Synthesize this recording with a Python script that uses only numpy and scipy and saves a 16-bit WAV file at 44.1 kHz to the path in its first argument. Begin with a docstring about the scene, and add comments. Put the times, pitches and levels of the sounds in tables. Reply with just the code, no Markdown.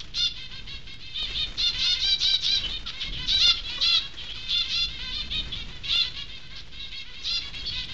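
"""A short squeak over rustling grass and a low rumble, then zebra finch nestlings beg close to the
microphone: nasal, arching calls from a pulsing syrinx that start hoarse and then clear, squeaks between.
A chick shuffles in the lining of the grass nest and bumps it softly. Dry ticks come now and then.
Other finches answer with lower, softer calls from farther off in the reverberant enclosure."""
import sys
import numpy as np
from scipy import signal
from scipy.fft import rfft, irfft, next_fast_len
from scipy.io import wavfile
from scipy.ndimage import uniform_filter1d

SR = 44100
rng = np.random.default_rng(int(sys.argv[2]) if len(sys.argv) > 2 else 0)


def pcm_store(signal):
    """Save signal as 16-bit PCM."""
    levels = np.round(np.clip(np.atleast_2d(signal), -1, 1) * 32767)
    wavfile.write(sys.argv[1], SR, levels.astype(np.int16).T)


N = 349713
TIME = np.arange(N) / SR

# the chick stirring in the nest: t/s, relative rumble level/dB, relative rustle level/dB
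NEST_STIRRING = [(0.0, -46.5, -54.5), (0.22, -43, -66), (0.42, -47, -61.5), (0.68, -43, -58),
                 (1.17, -49, -62.5), (1.26, -40.5, -52.5), (2.45, -46.5, -58), (2.67, -38.5, -49),
                 (2.92, -46.5, -59), (3.0, -49, -52), (3.09, -37, -56), (3.93, -46.5, -54),
                 (5.06, -42.5, -59), (5.43, -36, -53.5), (5.81, -43, -57), (7.09, -49.5, -63.5),
                 (7.62, -42, -52), (7.93, -42, -58)]


def from_db(db):
    """Decibels to amplitude."""
    return 10 ** (np.asarray(db) / 20)


def rms_one(x):
    """Scale x to rms 1."""
    return x / np.sqrt(np.mean(x ** 2) + 1e-20)


def at_hz(points, hz):
    """A spectrum's dB at any frequency."""
    knots, db = np.transpose(points)
    return np.interp(np.log(np.maximum(hz, 1)), np.log(knots), db)


def in_time(rows):
    """Each column of a curve at every sample."""
    s, *columns = np.transpose(rows)
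    return [np.interp(TIME, s, column) for column in columns]


def add(track, s, sound):
    """Mix a sound in at time s."""
    start = max(int(s * SR), 0)
    track[start:start + len(sound)] += sound[:N - start]


def drift(size, hz):
    """Random wandering up to about hz; spread 1."""
    slow = signal.sosfilt(signal.butter(2, hz, fs=SR, output="sos"), rng.standard_normal(size + SR // 4))
    return rms_one(slow)[-size:]


def coloured(x, spectrum):
    """Give x a spectrum that falls away beyond its ends; rms 1."""
    size = next_fast_len(len(x))
    hz = np.arange(size // 2 + 1) * SR / size
    low_hz, high_hz = spectrum[0][0], spectrum[-1][0]
    ends = np.minimum(hz / low_hz, 1) ** 2 * (high_hz / np.maximum(hz, high_hz)) ** 2
    return rms_one(irfft(rfft(x, size) * from_db(at_hz(spectrum, hz)) * ends, size)[:len(x)])


def swell(u, attack, release):
    """Smooth opening and closing over a call's course u = 0..1; rms 1."""
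    opening = np.sin(np.pi / 2 * np.clip(u / attack, 0, 1))
    closing = np.sin(np.pi / 2 * np.clip((1 - u) / release, 0, 1))
    return rms_one(opening * closing)


def whistle(length, centre_hz, glide, hoarse, shake=0.13):
    """A single gliding whistle through the throat, shaken into a rasp when hoarse."""
    # throat response: f/Hz, gain/dB
    throat = [(1300, -12), (2200, -14.5), (3200, -9.5), (4500, -12), (5500, -8), (6500, -15), (8500, -27.5)]
    u = np.linspace(0, 1, int(length * SR))
    pitch = centre_hz * 2 ** (glide * (u - .5)) * (1 + shake * hoarse * drift(len(u), hz=710))
    tone = np.sin(2 * np.pi * np.cumsum(pitch) / SR) * (1 + hoarse * drift(len(u), hz=800))
    return swell(u, attack=0.3, release=0.084) * coloured(tone, throat)


def squeaks():
    """Short whistles from the nest between the begging calls."""
    # squeaks: t/s, length/s, centre f/Hz, glide/octaves, level/dB, hoarseness (0 = clear)
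    notes = [(0.0, 0.016, 3560, -.15, -34, 1), (0.136, 0.047, 3680, .08, -34.5, 0.92),
             (2.632, 0.039, 3020, 0.025, -28.5, 0.17), (2.852, .04, 1350, -0.22, -45.5, 0.2),
             (2.858, 0.05, 3594, -0.00062, -32.5, 1.02), (2.999, .042, 3430, -0.13, -30.5, 0.9),
             (3.116, 0.065, 3275, -.25, -35, .6), (3.559, 0.046, 3270, -0.0075, -34, 0.71),
             (3.81, 0.033, 3924, -0.088, -24, 0.4), (4.164, 0.062, 3250, -.2, -38.5, 0.54),
             (4.284, 0.045, 3130, 0.25, -35, 0.53), (4.352, .033, 1323, -.48, -55, 0.1),
             (5.518, .032, 3420, 0.12, -30.5, 0.4), (6.552, .061, 3930, 0.016, -41, 1.06),
             (6.789, 0.07, 3810, -0.12, -37.5, 0.26), (7.64, 0.065, 3370, -.12, -35.5, 0.34),
             (7.658, 0.045, 4420, -.04, -31.5, 0.24), (7.723, .094, 3764, .05, -34, 0.57),
             (7.83, 0.022, 3230, 0.26, -34, 0.84)]
    out = np.zeros(N)
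    for s, length, centre_hz, glide, level_db, hoarse in notes:
        add(out, s, from_db(level_db) * whistle(length, centre_hz, glide, hoarse))
    return out


def rustle(per_s=2500, spread_db=2.5, clump_db=2.5, gain_db=4.5):
    """Dry grass and feathers slip in clumps of tiny grains."""
    # spectrum of the nest lining: f/Hz, level/dB
    lining = [(200, -6.5), (350, -1.5), (550, -6), (800, -6), (1500, -3), (3000, -2.5), (5000, -8.5),
              (7000, -14), (8500, -41.5)]
    _, level_db = in_time(NEST_STIRRING)
    slips = (rng.random(N) < per_s / SR) * rng.choice([-1, 1], N)
    sizes = from_db(spread_db * np.minimum(rng.exponential(1, N), 4))
    clumps = from_db(clump_db * drift(N, hz=25))
    return from_db(level_db + gain_db) * coloured(slips * sizes * clumps, lining)


def background(rumble_gain_db=1, hiss_db=-54.5):
    """A low rumble that swells as the chick stirs, and a faint steady hiss."""
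    # spectrum of the rumble: f/Hz, level/dB
    rumble_spectrum = [(22, 1), (45, 0), (60, -3), (80, -10.5), (115, -8.5), (160, -13), (220, -18.5),
                       (280, -20.5), (400, -26)]
    # spectrum of the hiss: f/Hz, level/dB
    hiss_spectrum = [(150, -4.5), (400, -7.5), (800, -20.5), (1600, -12), (3300, 0.5), (5000, -8),
                     (7000, -27.5), (8500, -50.5)]
    level_db, _ = in_time(NEST_STIRRING)
    rumble = from_db(level_db + rumble_gain_db) * coloured(rng.standard_normal(N), rumble_spectrum)
    return rumble + from_db(hiss_db) * coloured(rng.standard_normal(N), hiss_spectrum)


def arch(u, top, climb, drop):
    """Pitch climbs with air pressure, reaches 1 at u = top and sags at the end."""
    rise = climb * np.maximum(1 - u / top, 0) ** 2.5
    sag = drop * np.maximum((u - top) / (1 - top), 0) ** 2
    return 1 - rise - sag


def tilt(hz, bright_db, body_db):
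    """Effort lifts a region above the beak resonance; a wider throat adds body below it."""
    return bright_db * np.exp(-((hz - 5400) / 1100) ** 2) + body_db * np.clip((2600 - hz) / 900, 0, 1)


def syrinx(pitch, colour_db, rough, jitter=0.011, steady_jitter=0.0038, flutter_db=3.0, air_hz=2500):
    """Harmonics of a pulsing syrinx through the throat; roughness adds uneven cycles and pulsed air."""
    size = len(pitch)
    split_share, air_share = .55, .65
    shaken = pitch * (1 + (steady_jitter + jitter * rough) * drift(size, hz=280))
    phase = 2 * np.pi * np.cumsum(shaken) / SR
    tone = 0
    for k in range(1, 17):
        gain = from_db(colour_db(k * pitch) + flutter_db * drift(size, hz=41.0))
        tone = tone + gain * np.sin(k * phase + rng.uniform(0, 2 * np.pi))
    # strong and weak cycles in twos and threes put extra lines between the harmonics
    uneven = drift(size, hz=50) * np.cos(phase / 2) + drift(size, hz=50) * np.cos(phase / 3)
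    tone = rms_one(tone) * (1 + split_share * rough * uneven)
    # the air noise lies in the treble, so the low harmonics stay clear
    hz = np.geomspace(500, 9000, 60)
    air_db = colour_db(hz) - 10 * np.log10(1 + (air_hz / hz) ** 4)
    air = coloured(rng.standard_normal(size) * (1 + np.cos(phase)), np.c_[hz, air_db])
    voice = tone + air_share * rough * air
    return voice / np.sqrt(uniform_filter1d(voice ** 2, size=700) + 1e-12)


def begging(beak_db=9.5, beak_width_hz=320, waver=0.0047):
    """A nestling opens with a thin whistle and a rasp, locks into clear harmonics, then frays."""
    # begging calls: t/s, length/s, top f/Hz, climb and drop (shares of the pitch), relative level/dB,
    # gape of the beak (0-1), hoarseness (0 = clear)
    calls = [(0.156, .13, 714, 0.084, 0.039, -26, .95, 0.16),
             (1.137, 0.13, 625, 0.16, 0.092, -31.5, 0.1, 0.29),
             (1.336, 0.12, 619, 0.18, 0.032, -29, 0, 0.48), (1.57, 0.14, 712, .24, 0.037, -25.5, 0.72, 0.3),
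             (1.781, 0.18, 721, .32, 0.024, -25.5, 0.87, 0.78),
             (1.998, .16, 788.6, .37, .015, -24.5, 0.97, 0),
             (2.193, 0.18, 787.4, 0.18, 0.061, -23.5, 0.98, 1.07),
             (2.413, 0.18, 800.4, 0.34, 0.075, -25, 0.97, 1.02),
             (2.68, .104, 617, 0.23, .03, -34, 0.03, 0.78), (3.269, 0.12, 785.5, 0.3, 0, -24, .8, 1.15),
             (3.383, .144, 714.3, .28, 0.067, -20, 0.81, .25),
             (3.633, 0.081, 671, .1, 0.025, -36.3, 0.24, .15), (3.799, 0.2, 690, .15, .095, -23, 0.6, 0.19),
             (4.478, .156, 705, 0.062, .08, -26, 0.4, 1.1),
             (4.687, 0.18, 696, .26, 0.0012, -27.4, 0.83, .65),
             (5.109, 0.12, 608, 0.2, 0.037, -32.5, 0.42, 0.5),
             (5.297, 0.12, 625.7, 0.24, 0.037, -30, 0, 0.41),
             (5.88, 0.16, 705, 0.29, .07, -24.5, 0.32, 0.61), (7.232, 0.17, 696.7, .25, 0.02, -29, .92, .7)]
    # a nestling's throat response: f/Hz, gain/dB
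    throat = [(700, -36.5), (1050, -24), (1450, -21.5), (2000, -22), (2400, -12.5), (2850, -7.5),
              (3500, -4), (4150, -1), (4850, -3), (5600, -10), (6300, -23), (7000, -33.5), (8500, -58.5)]
    clear_rough, onset_rough, end_rough = 0.18, 1.2, .55
    clears_at, clearing, top_at, top_delay = 0.36, 0.088, .42, .3   # shares of the call
    out = np.zeros(N)
    for s, length, top_hz, climb, drop, level_db, gape, hoarse in calls:
        u = np.linspace(0, 1, int(length * SR))
        rasp = onset_rough * hoarse / (1 + np.exp((u - clears_at) / clearing))
        rough = clear_rough + rasp + end_rough * u ** 8
        # a wider gape raises the beak resonance and adds treble and body
        beak_hz = np.interp(gape, (0, 1), (3526, 3755))
        bright_db = np.interp(gape, (0, 1), (-20, -0.5))
        body_db = np.interp(gape, (0, 1), (-1.5, 2.5))

        def colour_db(hz):
            resonance_db = beak_db / (1 + ((hz - beak_hz) / beak_width_hz) ** 2)
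            return at_hz(throat, hz) + tilt(hz, bright_db, body_db) + resonance_db
        crescendo_db = np.interp(u, (.25, .75), (-1, 1))
        level = from_db(level_db + crescendo_db) * swell(u, attack=.29, release=.18)
        pitch = top_hz * arch(u, top_at + top_delay * hoarse, climb, drop)
        slump = 0.024 * u ** 10   # the air runs out
        pitch = pitch * (1 - slump + waver * drift(len(u), hz=45))
        add(out, s, level * syrinx(pitch, colour_db, rough))
        # the thin falling whistle starts just ahead, well below the call's treble in level
        lead_in = whistle(length=0.072, centre_hz=5720, glide=-.16, hoarse=0.73)
        add(out, s - .011, from_db(level_db + bright_db - 17.5) * lead_in)
    return out


def ticks(faint_per_s=5.0, faint_db=-41, spread_db=-2.5):
    """Dry ticks with no ring, fuller with a longer decay; fainter ones fall at random between them."""
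    # faint dry ticks: t/s, peak level/dB, decay time/s
    clicks = [(0.178, -23, 0.000049), (0.275, -28, 0.00006), (.433, -35, 2e-5), (.9403, -28, 2e-5),
              (1.2288, -25, 2e-4), (1.853, -22, 0.000027), (2.281, -22, 0.000024), (2.3398, -20, 0.00011),
              (2.451, -20, 2e-5), (3.345, -19, 0.000095), (3.477, -17.5, 0.00015), (3.8417, -21, 0.000024),
              (3.93, -22, 0.000046), (5.3476, -27, 0.000022), (5.9562, -20.5, 0.00012),
              (7.3291, -23, 0.000042), (7.5516, -28, 3e-5), (7.8546, -30, 2e-5)]
    sizes = from_db(faint_db + spread_db * np.minimum(rng.standard_normal(N), 1))
    out = (rng.random(N) < faint_per_s / SR) * sizes
    t = TIME[:SR // 200]
    for s, peak_db, decay_s in clicks:
        add(out, s, from_db(peak_db) * np.exp(-t / decay_s))
    return out


def contact_calls(onset_rough=0.73, clear_rough=.25, waver=0.0095, bright_db=4.5):
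    """Finches farther off give lower, flatter calls that open with a rasp and waver around one arch."""
    # contact calls: t/s, length/s, top f/Hz, relative level/dB, body/dB
    calls = [(0.348, 0.12, 526, -41.5, -10), (0.504, .1, 533, -42, -4.5), (0.663, 0.11, 551, -41.5, -9.5),
             (0.862, 0.087, 544, -44, -7), (0.991, .17, 525, -45, -14), (1.259, 0.092, 536, -39, -9),
             (1.724, .16, 520.7, -34, -7.5), (1.939, 0.069, 522, -35.5, -7), (2.566, 0.11, 553, -40.5, -10),
             (2.921, .1, 543, -42, -3.5), (3.014, 0.075, 540.4, -37, -9.5), (3.169, .094, 513.7, -37.5, -4),
             (3.68, 0.11, 498.4, -36, -8), (3.991, .08, 556, -42, -3), (4.177, 0.11, 489, -43, -8),
             (4.327, 0.19, 519.5, -40.5, -13.5), (4.622, .1, 523.4, -37, -12),
             (4.875, 0.11, 535, -40.5, -8.5), (4.979, 0.1456, 516, -37.5, -4),
             (5.208, 0.07, 525, -44, -6.5), (5.424, .1, 516, -48.5, -2), (5.545, 0.088, 471, -39.5, -9.5),
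             (5.677, 0.11, 504.4, -47, -1.5), (5.832, 0.086, 558, -35.5, -12),
             (6.026, 0.0646, 507.6, -36.5, -6.5), (6.134, 0.11, 569, -43, -4.5),
             (6.155, 0.075, 477, -38.5, -13.5), (6.275, .115, 535, -44, -8), (6.405, 0.073, 516, -50, -5),
             (6.494, 0.1, 544, -46.5, 1.5), (6.709, .19, 547, -45, -7), (6.907, 0.12, 545, -40, -11),
             (7.046, 0.085, 499, -48, 1), (7.123, .12, 541, -44.5, -9), (7.404, 0.089, 569, -39.5, -10),
             (7.527, 0.1, 550, -39, -11), (7.697, 0.14, 507, -37.5, -8), (7.877, 0.093, 533, -39.5, -5.5)]
    # their throat response: f/Hz, gain/dB
    throat = [(500, -22), (1050, -9), (1550, -6), (2100, -2.5), (2650, -4), (3150, 0.5), (3700, 1.5),
              (4300, -6), (5000, -16.5), (5700, -26), (6500, -26), (8500, -50.5)]
    out = np.zeros(N)
    for s, length, top_hz, level_db, body_db in calls:
        u = np.linspace(0, 1, int(length * SR))
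        pitch = top_hz * arch(u, top=.55, climb=0.12, drop=0.04) * (1 + waver * drift(len(u), hz=40))
        rough = clear_rough + onset_rough * (1 - u) ** 3
        voice = syrinx(pitch, lambda hz: at_hz(throat, hz) + tilt(hz, bright_db, body_db), rough)
        add(out, s, from_db(level_db) * swell(u, attack=0.19, release=0.072) * voice)
    return out


def knocks(scuff_s=0.032):
    """The chick bumps the nest: a short scuff into its damped modes."""
    # soft bumps: t/s, peak level/dB
    bumps = [(2.625, -47), (3.069, -42.5), (3.774, -34.5), (4.216, -49), (5.53, -50)]
    # the nest's modes: f/Hz, level/dB, t60/s
    modes = [(270, -10, 0.18), (400, -7, 0.025), (538, 0, 0.083), (1130, 2, 0.083)]
    out, t = np.zeros(N), TIME[:SR // 6]
    ring = sum(from_db(db - 60 * t / t60) * np.sin(2 * np.pi * hz * t) for hz, db, t60 in modes)
    for s, peak_db in bumps:
        scuff = rng.standard_normal(len(t)) * np.exp(-t / scuff_s)
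        bump = signal.fftconvolve(scuff, ring)
        add(out, s, from_db(peak_db) * bump / np.abs(bump).max())
    return out


def enclosure(x, early_db, tail_db, early_s=0.021, early_per_s=1500, t60_s=0.4, wall_hz=5500):
    """Quick reflections from close surfaces, then a duller diffuse tail; overall level is kept."""
    t = TIME[:int(.7 * SR)]
    reflections = rng.standard_normal(len(t)) * (rng.random(len(t)) < early_per_s / SR)
    early = reflections * np.exp(-t / early_s) * (t > .002)
    tail = rng.standard_normal(len(t)) * from_db(-60 * t / t60_s) * (t > .01)
    tail = signal.sosfilt(signal.butter(2, wall_hz, fs=SR, output="sos"), tail / np.linalg.norm(tail))
    echoes = from_db(early_db) * early / np.linalg.norm(early) + from_db(tail_db) * tail
    power = 1 + from_db(early_db) ** 2 + from_db(tail_db) ** 2
    return (x + signal.fftconvolve(x, echoes)[:N]) / np.sqrt(power)


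def scene():
    """Mono, beside the nest: the chicks close and fairly dry, their neighbours with more of the room."""
    chicks = from_db(1.5) * begging() + squeaks()
    neighbours = from_db(2.5) * contact_calls()
    near = enclosure(chicks, early_db=-11, tail_db=-10)
    far = enclosure(neighbours, early_db=-6, tail_db=-8)
    return (near + far + ticks() + knocks() + rustle() + background())[None]


def record(dry):
    """A small camera microphone whose top is cut steeply; its converter sits slightly off zero."""
    cutoff_hz, dc_offset = 8700, .01
    return signal.sosfilt(signal.ellip(10, .3, 80, cutoff_hz, fs=SR, output="sos"), dry) + dc_offset


dry = scene()
out = record(dry)
pcm_store(out)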